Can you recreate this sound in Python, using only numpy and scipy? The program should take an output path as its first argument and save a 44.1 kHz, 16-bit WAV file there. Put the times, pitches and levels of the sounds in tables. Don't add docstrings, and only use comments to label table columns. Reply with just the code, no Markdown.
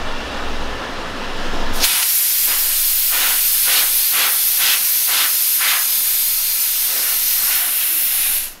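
import sys
import numpy as np
from scipy import signal
from scipy.fft import rfft, irfft
from scipy.io import wavfile
from scipy.ndimage import uniform_filter1d

SR = 44100
rng = np.random.default_rng(int(sys.argv[2]) if len(sys.argv) > 2 else 0)


def log_audio(samples):
    frames = np.atleast_2d(samples).T
    limited = np.clip(frames, -1, 1)
    pcm = np.round(limited * 32767).astype(np.int16)
    wavfile.write(sys.argv[1], SR, pcm)


def natural_amplitude(level_db):
    exponent = np.asarray(level_db, float) / 20
    return 10 ** exponent


N = 379260
TIME_S = np.arange(N) / SR
TICKS_S = np.arange(0, N / SR + .05, .004)
FRAMES_S = np.arange(N // 512 + 5) * 512 / SR
HZ = np.fft.rfftfreq(2048, 1 / SR)

# t/s, flow level/dB, chuck leak re flow/dB
FILL = [
    (0, -27, -22),
    (.3, -26.5, -17),
    (.8, -27, -17),
    (1.2, -27, -17),
    (1.5, -25.5, -12),
    (1.72, -25.5, -11),
    (1.8, -24.5, 4),
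    (1.84, -24.5, 18),
    (1.9, -49, 15),
]
# f/Hz, density/dB per Hz
FILL_COLOUR = [(35, -29), (60, 1), (135, -7), (260, -4), (450, -2.5), (730, -2.5), (1600, -5.5),
               (2100, -10), (3200, -9.5), (5000, -18), (8000, -29), (13800, -40), (15900, -60)]
# f/Hz, density/dB per Hz
LEAK_COLOUR = [(1500, -25), (3000, 1), (5000, 4), (6500, -1), (8000, -13), (12000, -13), (16000, -14)]
# f/Hz, width/Hz, level/dB
TYRE_RING = [(253, 24, 7), (510, 44, 7), (1023, 24, 5), (1370, 50, 4), (2033, 36, 6), (2780, 60, 3)]
# f/Hz, width/Hz, level/dB
WHOOSH_RING = [(735, 90, 6)]
# f/Hz, width/Hz, level/dB
HOSE_MODES = [(1740, 200, 4), (2080, 300, -3), (5200, 260, 4), (6420, 120, 5)]

# start t/s, top t/s, end t/s, level/dB
THROB_SWELLS = [(-.1, .12, 0.26, -20), (0.28, 0.538, 0.88, -20), (.82, .98, 1.6, -29.5),
                (1.134, 1.76, 1.9, -15.5), (2.27, 2.75, 3.4, -31), (3.0, 3.4, 3.9, -38),
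                (3.756, 3.93, 4.1, -37), (4.3, 4.46, 4.86, -49), (5.75, 6.45, 6.6, -41.5),
                (6.59, 6.82, 6.94, -44), (7.0, 7.2, 7.9, -42), (7.95, 8.39, 8.62, -35.5)]
# t/s, level/dB
DRONE_LOAD = [
    (0.0, -41),
    (0.69, -34),
    (0.84, -44),
    (1.15, -53),
    (1.68, -33),
    (1.9, -64),
    (6.8, -42),
    (7.4, -50),
    (8.6, -51),
]
# f/Hz, density/dB per Hz
SHOP_COLOUR = [(18, 2), (30, -4), (60, -19.5), (95, -3.5), (112, -45), (170, -9.5), (205, -4), (400, -10),
               (1000, -11.5), (4000, -25.5), (16000, -46.5)]

# t/s, pressure level/dB, centre of shrill band f/Hz
JET = [(1.7, -56, 12000), (1.76, -31, 11700), (1.81, -33, 11400), (1.85, -15, 11500), (1.88, -18, 11600),
       (2.1, -16, 11900), (2.62, -17, 12400), (2.71, -16.5, 12000), (3.15, -16.5, 12600),
       (3.6, -14.5, 11900), (4.1, -16, 12400), (5.5, -17, 12060), (6.6, -18, 12250), (7.55, -16, 12300),
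       (7.62, -17, 12100), (8.37, -17, 11600), (8.45, -24.5, 11100), (8.6, -55, 11900)]
# f/Hz, density/dB per Hz
SHRILL_COLOUR = [(6000, -28.5), (8500, -17), (10000, -6), (11500, 0.5), (13000, 3), (14000, 1.5),
                 (15000, 2), (19000, -21)]
# f/Hz, density/dB per Hz
BODY_COLOUR = [(59, -65), (100, -58), (442, -23), (600, -22.5), (965, -14), (1170, -22.5), (1280, -13),
               (2550, -11.5), (4270, -1), (7420, -3), (9500, -1.5), (12400, -29), (20900, -120)]
# f/Hz, density/dB per Hz
CUPPED_COLOUR = [(100, -45), (200, -45), (600, -13.5), (1100, -16.5), (1900, -7), (3600, -2.5),
                 (5500, -3.5), (8200, -6.5), (9500, -18), (12400, -31)]
# f/Hz, density/dB per Hz
FIZZ_COLOUR = [(12000, -36.5), (14200, 3), (14900, 8), (16000, 4)]
# f/Hz, width/Hz, level/dB
STEM_MODES = [(2780, 110, 3), (3550, 110, 3), (4350, 200, 3.5), (5000, 200, 4), (6300, 450, 2),
              (7450, 450, -4.5), (8650, 450, 2), (9550, 140, 2), (10900, 500, 1.5), (13100, 700, 4.5),
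              (14250, 400, -2), (14700, 150, 2)]
# f/Hz, width/Hz, level/dB
RESTING_HAND_MODES = [(12900, 560, -8), (12400, 880, 8.5), (4400, 200, -1), (5000, 200, -2.5)]
# from t/s, to t/s, delay/s, gain
HAND_ECHO = (2.0, 2.72, .00265, .3)
# from t/s, to t/s, f/Hz, width/Hz, level/dB
TOOL_NOTCH = (7.72, 4.5, 8000, 1500, -4)
# t/s, length/s, level/dB
TOOL_SEATING = (8.07, 0.22, 5)

# start t/s, stay/s, whoosh level/dB, spray level/dB, depth/dB per octave under 1.2 kHz
SWEEPS = [
    (1.82, 0.18, -36, -21, -2),
    (2.484, .07, -28.5, -27, 3),
    (3.13, 0.19, -24, -23, 0.7),
    (3.677, .15, -24.5, -18.5, 1.5),
    (4.139, .14, -24, -20.5, 0.5),
    (4.602, 0.15, -26, -17.5, -2),
    (5.096, 0.16, -26, -19.5, 0.5),
    (5.613, 0.15, -23, -21, -4.5),
]
# start t/s, stay/s, whoosh level/dB, spray level/dB, depth/dB per octave
APPROACHES = [
    (1.94, 0.073, -29.5, -33, -1.5),
    (2.6, .13, -37.5, -45, 7.5),
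    (6.961, .05, -32.5, -40, 10.5),
    (7.05, 0.086, -32, -45, 0),
    (7.49, 0.063, -28.5, -27, -1.5),
    (7.62, 0.055, -33, -49, 3),
    (7.8, .05, -39, -30, -6),
    (8.11, 0.19, -41, -29.5, -10),
]
# f/Hz, density/dB per Hz
WHOOSH_COLOUR = [(60, -41), (140, -35.5), (300, -16.5), (500, -16), (1000, -4.5), (1500, -1.5), (2000, -2),
                 (2600, -5.5), (4000, -10), (8000, -66)]
# f/Hz, density/dB per Hz
SPRAY_COLOUR = [(1000, -23), (2000, -4.5), (2700, 1), (3600, 0.5), (5000, -5), (6000, -7.5), (8000, -8),
                (12000, -34)]
# t/s, level/dB, f/Hz, length/s
POPS = [
    (1.848, -11.5, 3830, 0.019),
    (2.031, -17.5, 3600, 0.019),
    (7.563, -28, 2580, 0.041),
    (7.81, -33, 3300, 0.081),
]
# from t/s, to t/s, f/Hz, level/dB
SQUEAKS = [
    (7.63, 7.73, 290, -46),
    (7.4, 7.58, 680, -47),
    (7.58, 7.73, 715, -43),
    (7.86, 8.01, 320, -44),
]
# t/s, low f/Hz, high f/Hz, level/dB
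SPLITS = [(1.925, 8350, 10440, -28), (2.322, 5170, 7060, -33), (2.322, 8300, 9900, -33),
          (2.926, 7600, 9200, -38), (2.995, 9700, 11260, -32), (3.295, 7600, 9900, -28),
          (3.295, 13700, 15400, -30), (3.39, 9800, 12600, -22), (3.39, 14500, 16060, -31),
          (3.878, 11000, 14700, -23), (4.667, 6800, 9200, -29), (5.317, 7560, 9100, -35),
          (5.433, 7600, 9200, -33), (5.55, 9000, 12600, -26), (5.55, 14500, 16000, -31),
          (5.828, 4700, 6400, -34), (5.921, 4700, 5900, -35), (6.107, 11000, 12400, -27),
          (6.432, 13800, 16000, -27), (6.618, 11700, 13500, -24), (6.618, 5760, 7100, -34),
          (6.85, 11700, 14700, -24)]

FULL_PRESSURE_DB = -17
CUP_S, CUP_RISE_S = 7.56, 0.078


def evened(x):
    return x / np.sqrt(np.mean(x ** 2) + 1e-20)


def read(points, hz):
    f, value = np.transpose(points)
    return np.interp(np.log(hz + 1), np.log(f + 1), value)


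def columns(rows, t):
    s, *rest = np.transpose(rows)
    return [np.interp(t, s, c) for c in rest]


def humps(modes):
    return sum(db / (1 + (2 * (HZ - f) / w) ** 2) for f, w, db in modes)


def window(t, from_s, to_s, fade_s):
    return np.clip(np.minimum(t - from_s, to_s - t) / fade_s, 0, 1)


def wander(rate_hz):
    hz = np.geomspace(.1 * rate_hz, rate_hz, num=24)[:, None]
    waves = np.sin(2 * np.pi * (hz * TICKS_S + rng.random(hz.shape))) / np.sqrt(hz)
    return np.interp(TIME_S, TICKS_S, evened(waves.sum(0)))


def hiss(shape_db, lo_hz, hi_hz, ripple_db, patchy_db, flicker_db):
    a, b, ripple, patches = rng.standard_normal((len(FRAMES_S), len(HZ), 4)).transpose(2, 0, 1)
    ripple = evened(uniform_filter1d(uniform_filter1d(ripple, size=110, axis=0), size=3, axis=1))
    patches = evened(uniform_filter1d(uniform_filter1d(patches, size=8, axis=0), size=40, axis=1))
    flicker = evened(uniform_filter1d(rng.standard_normal(len(FRAMES_S)), size=3))[:, None]
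    size = natural_amplitude(shape_db + np.zeros(a.shape))
    band = (HZ > lo_hz) & (HZ < hi_hz)
    size = size / np.sqrt((size[:, band] ** 2).sum(1, keepdims=True))
    unrest = natural_amplitude(ripple_db * ripple + patchy_db * patches + flicker_db * flicker)
    z = (a + 1j * b) * size * unrest
    return signal.istft(z.T, nperseg=2048, noverlap=1536)[1][:N]


def fill():
    flow_db, leak_db = columns(FILL, TIME_S)
    roar_shape_db = read(FILL_COLOUR, HZ) + humps(TYRE_RING + HOSE_MODES)
    roar = hiss(roar_shape_db, 150, 2000, ripple_db=1.5, patchy_db=.8, flicker_db=.25)
    leak = hiss(read(LEAK_COLOUR, HZ), 4000, 9000, ripple_db=1.5, patchy_db=.5, flicker_db=.3)
    on = np.clip((1.875 - TIME_S) / 0.042, 0, 1)
    return on * natural_amplitude(flow_db) * (roar + natural_amplitude(leak_db - 7) * leak)


def shop():
    drop_db = -18.5 * np.clip((TIME_S - 1.83) / 0.21, 0, 1)
    creep_db = 5 * np.maximum(TIME_S - 7.1, 0)
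    duck_db = drop_db + creep_db
    wash = hiss(read(SHOP_COLOUR, HZ), 70, 200, ripple_db=-0.3, patchy_db=2.0, flicker_db=-3.0)

    start, top, end, db = np.transpose(THROB_SWELLS)[..., None]
    arch = np.clip(np.minimum((TICKS_S - start) / (top - start), (end - TICKS_S) / (end - top)), 0, 1)
    swells = (natural_amplitude(db) * np.sin(np.pi / 2 * arch) ** 1.7).sum(0)
    throb = np.interp(TIME_S, TICKS_S, swells) + natural_amplitude(-50)
    throb_hz = 14.8 + .7 * wander(2.2)

    drone = natural_amplitude(columns(DRONE_LOAD, TIME_S)[0] + duck_db)
    drone_hz = 56.8 + 2.16 * wander(2.4)
    out = natural_amplitude(-45 + duck_db) * wash
    for size, hz in ((throb, throb_hz), (drone, drone_hz)):
        out += np.sqrt(2) * size * np.sin(2 * np.pi * np.cumsum(hz) / SR)
    return out


def obstacles(t):
    sweep_in_db_s, approach_in_db_s, out_db_s = 620, 103, 160
    linger_db, linger_db_s, linger_depth = -14.5, 68, 18
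    s, stay, whoosh_db, spray_db, depth = np.transpose(SWEEPS + APPROACHES)[..., None]
    rise = np.repeat([sweep_in_db_s, approach_in_db_s], [len(SWEEPS), len(APPROACHES)])[:, None]
    before_db = rise * np.maximum(s - TICKS_S, 0)
    after_s = np.maximum(TICKS_S - s - stay, 0)
    part = (TICKS_S - s) / stay

    middle = np.sin(np.pi * np.clip(part, 0, 1)) ** 2
    edge_dip_db = -0.5 * middle
    whoosh = natural_amplitude(whoosh_db - before_db - out_db_s * after_s - edge_dip_db) ** 2 + 1e-30
    linger = natural_amplitude(whoosh_db + linger_db - before_db - linger_db_s * after_s) ** 2
    spray = natural_amplitude(spray_db - 70 * abs(part - .55) ** 3.1) ** 2 + 1e-30

    sag_db = columns(JET, TICKS_S)[0] - FULL_PRESSURE_DB
    rest_db = -42.5 + 0.25 * sag_db + 1 * np.clip((TICKS_S - CUP_S) / CUP_RISE_S, 0, 1)
    total = (whoosh + linger).sum(0) + natural_amplitude(rest_db) ** 2
    spray_total = spray.sum(0) + natural_amplitude(-32.5 + sag_db) ** 2

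    full_cover_db, cover_fade_db = -16.5, 7
    cover = np.clip(4 + (10 * np.log10(whoosh.sum(0)) - full_cover_db) / cover_fade_db, 0, 1)
    mean_depth = (whoosh * depth + linger * linger_depth).sum(0) / total
    curves = (10 * np.log10(total), 10 * np.log10(spray_total), mean_depth, cover)
    return [np.interp(t, TICKS_S, c) for c in curves]


def jet():
    sag_hz, waver_hz = 604, 60
    waver = np.interp(FRAMES_S, TIME_S, wander(5))
    centre_hz = columns(JET, FRAMES_S)[1] - sag_hz * obstacles(FRAMES_S)[3] + waver_hz * waver
    pressure_db, cover = columns(JET, TIME_S)[0], obstacles(TIME_S)[3]
    sag_db = pressure_db - FULL_PRESSURE_DB

    t = FRAMES_S[:, None]
    cupped = np.clip((t - CUP_S) / CUP_RISE_S, 0, 1)
    rim_rise = np.clip((t - 2.3) / 1.3, .3, 1)
    resting = np.clip((t - 6.7) / .2, 0, 1)
    from_s, to_s, *notch = TOOL_NOTCH
    shaft = window(t, from_s, to_s, .08)
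    rim_db = rim_rise * (1 - cupped) * (humps(STEM_MODES) + resting * humps(RESTING_HAND_MODES))

    steady = dict(ripple_db=2.2, patchy_db=.5, flicker_db=.3)
    shrill_shape_db = read(SHRILL_COLOUR, HZ * 13000 / centre_hz[:, None]) + rim_db
    shrill = hiss(shrill_shape_db, 6400, 13800, **steady)
    body_shape_db = (1 - cupped) * read(BODY_COLOUR, HZ) + cupped * read(CUPPED_COLOUR, HZ)
    body = hiss(body_shape_db + rim_db + shaft * humps([notch]), 3260, 6450, **steady)
    fizz = hiss(read(FIZZ_COLOUR, HZ), 14240, 15900, **steady)

    shrill_db = pressure_db - 1 * cover + .3 * wander(30)
    body_db = -25 + 0.64 * sag_db - 0.5 * cover - 4 * np.interp(TIME_S, FRAMES_S, cupped[:, 0])
    seat_s, length_s, swell_db = TOOL_SEATING
    seating_db = swell_db * np.exp(-(2 * (TIME_S - seat_s) / length_s) ** 2)
    fizz_db = -31 + .85 * sag_db + 2.5 * cover + 2.5 * wander(40) + seating_db

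    on = np.clip((TIME_S - 1.72) / 0.017, 0, 1)
    out = on * (natural_amplitude(shrill_db) * shrill + natural_amplitude(body_db) * body + natural_amplitude(fizz_db) * fizz)
    from_s, to_s, delay_s, gain = HAND_ECHO
    near = window(TIME_S, from_s, to_s, 0.045)
    return out + gain * near * np.roll(out, round(delay_s * SR))


def strike():
    unrest = dict(ripple_db=1.8, patchy_db=.9, flicker_db=.4)
    whoosh_db, spray_db = obstacles(TIME_S)[:2]
    _, frame_spray_db, depth, _ = obstacles(FRAMES_S)
    depth_db = depth[:, None] * np.log2(np.maximum(1200 / (HZ + 150), 1))
    ring_db = .7 * humps(TYRE_RING) + humps(WHOOSH_RING)
    whoosh = hiss(read(WHOOSH_COLOUR, HZ) + depth_db + ring_db, 500, 2200, **unrest)
    climb = 1 + 0.016 * np.clip(frame_spray_db[:, None] + 21, -8, 8)
    spray = hiss(read(SPRAY_COLOUR, HZ / climb) + .5 * humps(STEM_MODES), 2400, 5200, **unrest)
    sound = natural_amplitude(whoosh_db) * whoosh + natural_amplitude(spray_db) * spray
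    return sound * np.clip((TIME_S - 1.8) / .03, 0, 1)


def stem_contact():
    out, noise = np.zeros(N), rng.standard_normal(N)
    for s, db, hz, length_s in POPS:
        burst = signal.lfilter(*signal.butter(1, [.5 * hz, 1.46 * hz], "band", fs=SR), noise)
        out += natural_amplitude(db) * evened(burst) * np.exp(-(2 * (TIME_S - s) / length_s) ** 2)
    shake = evened(uniform_filter1d(uniform_filter1d(noise, size=900), size=900))
    for from_s, to_s, hz, db in SQUEAKS:
        on = window(TIME_S, from_s, to_s, .04)
        hum = np.sin(2 * np.pi * hz * TIME_S + .4 * shake)
        out += natural_amplitude(db) * on * (1 + .15 * shake) * hum
    return out


def splits():
    out, t = np.zeros(N), np.arange(-900, 900)
    noise = rfft(rng.standard_normal((len(SPLITS), len(t))))
    hz = np.fft.rfftfreq(len(t), 1 / SR)
    for (s, lo, hi, db), z in zip(SPLITS, noise):
        puff = evened(irfft(z * (hz > lo) * (hz < hi)))
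        out[round(s * SR) + t] += natural_amplitude(db) * puff * signal.windows.tukey(len(t), .7)
    return out


def scene():
    return np.ones((2, 1)) * (fill() + shop() + jet() + strike() + stem_contact())


def top_cut(x):
    return signal.sosfilt(signal.butter(12, 16060, fs=SR, output="sos"), x)


def record(dry):
    x = np.tanh(dry / 1.15) * 1.15
    bass = signal.sosfiltfilt(signal.butter(2, [95, 185], "band", fs=SR, output="sos"), x)
    bass_db = 10 * np.log10(abs(uniform_filter1d(bass ** 2, size=1300)) + 1e-12)
    x = x - .8 * np.clip((-62.5 - bass_db) / 3, 0, 1) * bass
    x = x + np.array([[1], [-1]]) * splits()
    edge = signal.firwin(1023, 15760, window=("kaiser", 10), fs=SR)
    mix = signal.oaconvolve(x, edge[None], "same")
    return top_cut(mix)


dry = scene()
out = record(dry)
log_audio(out)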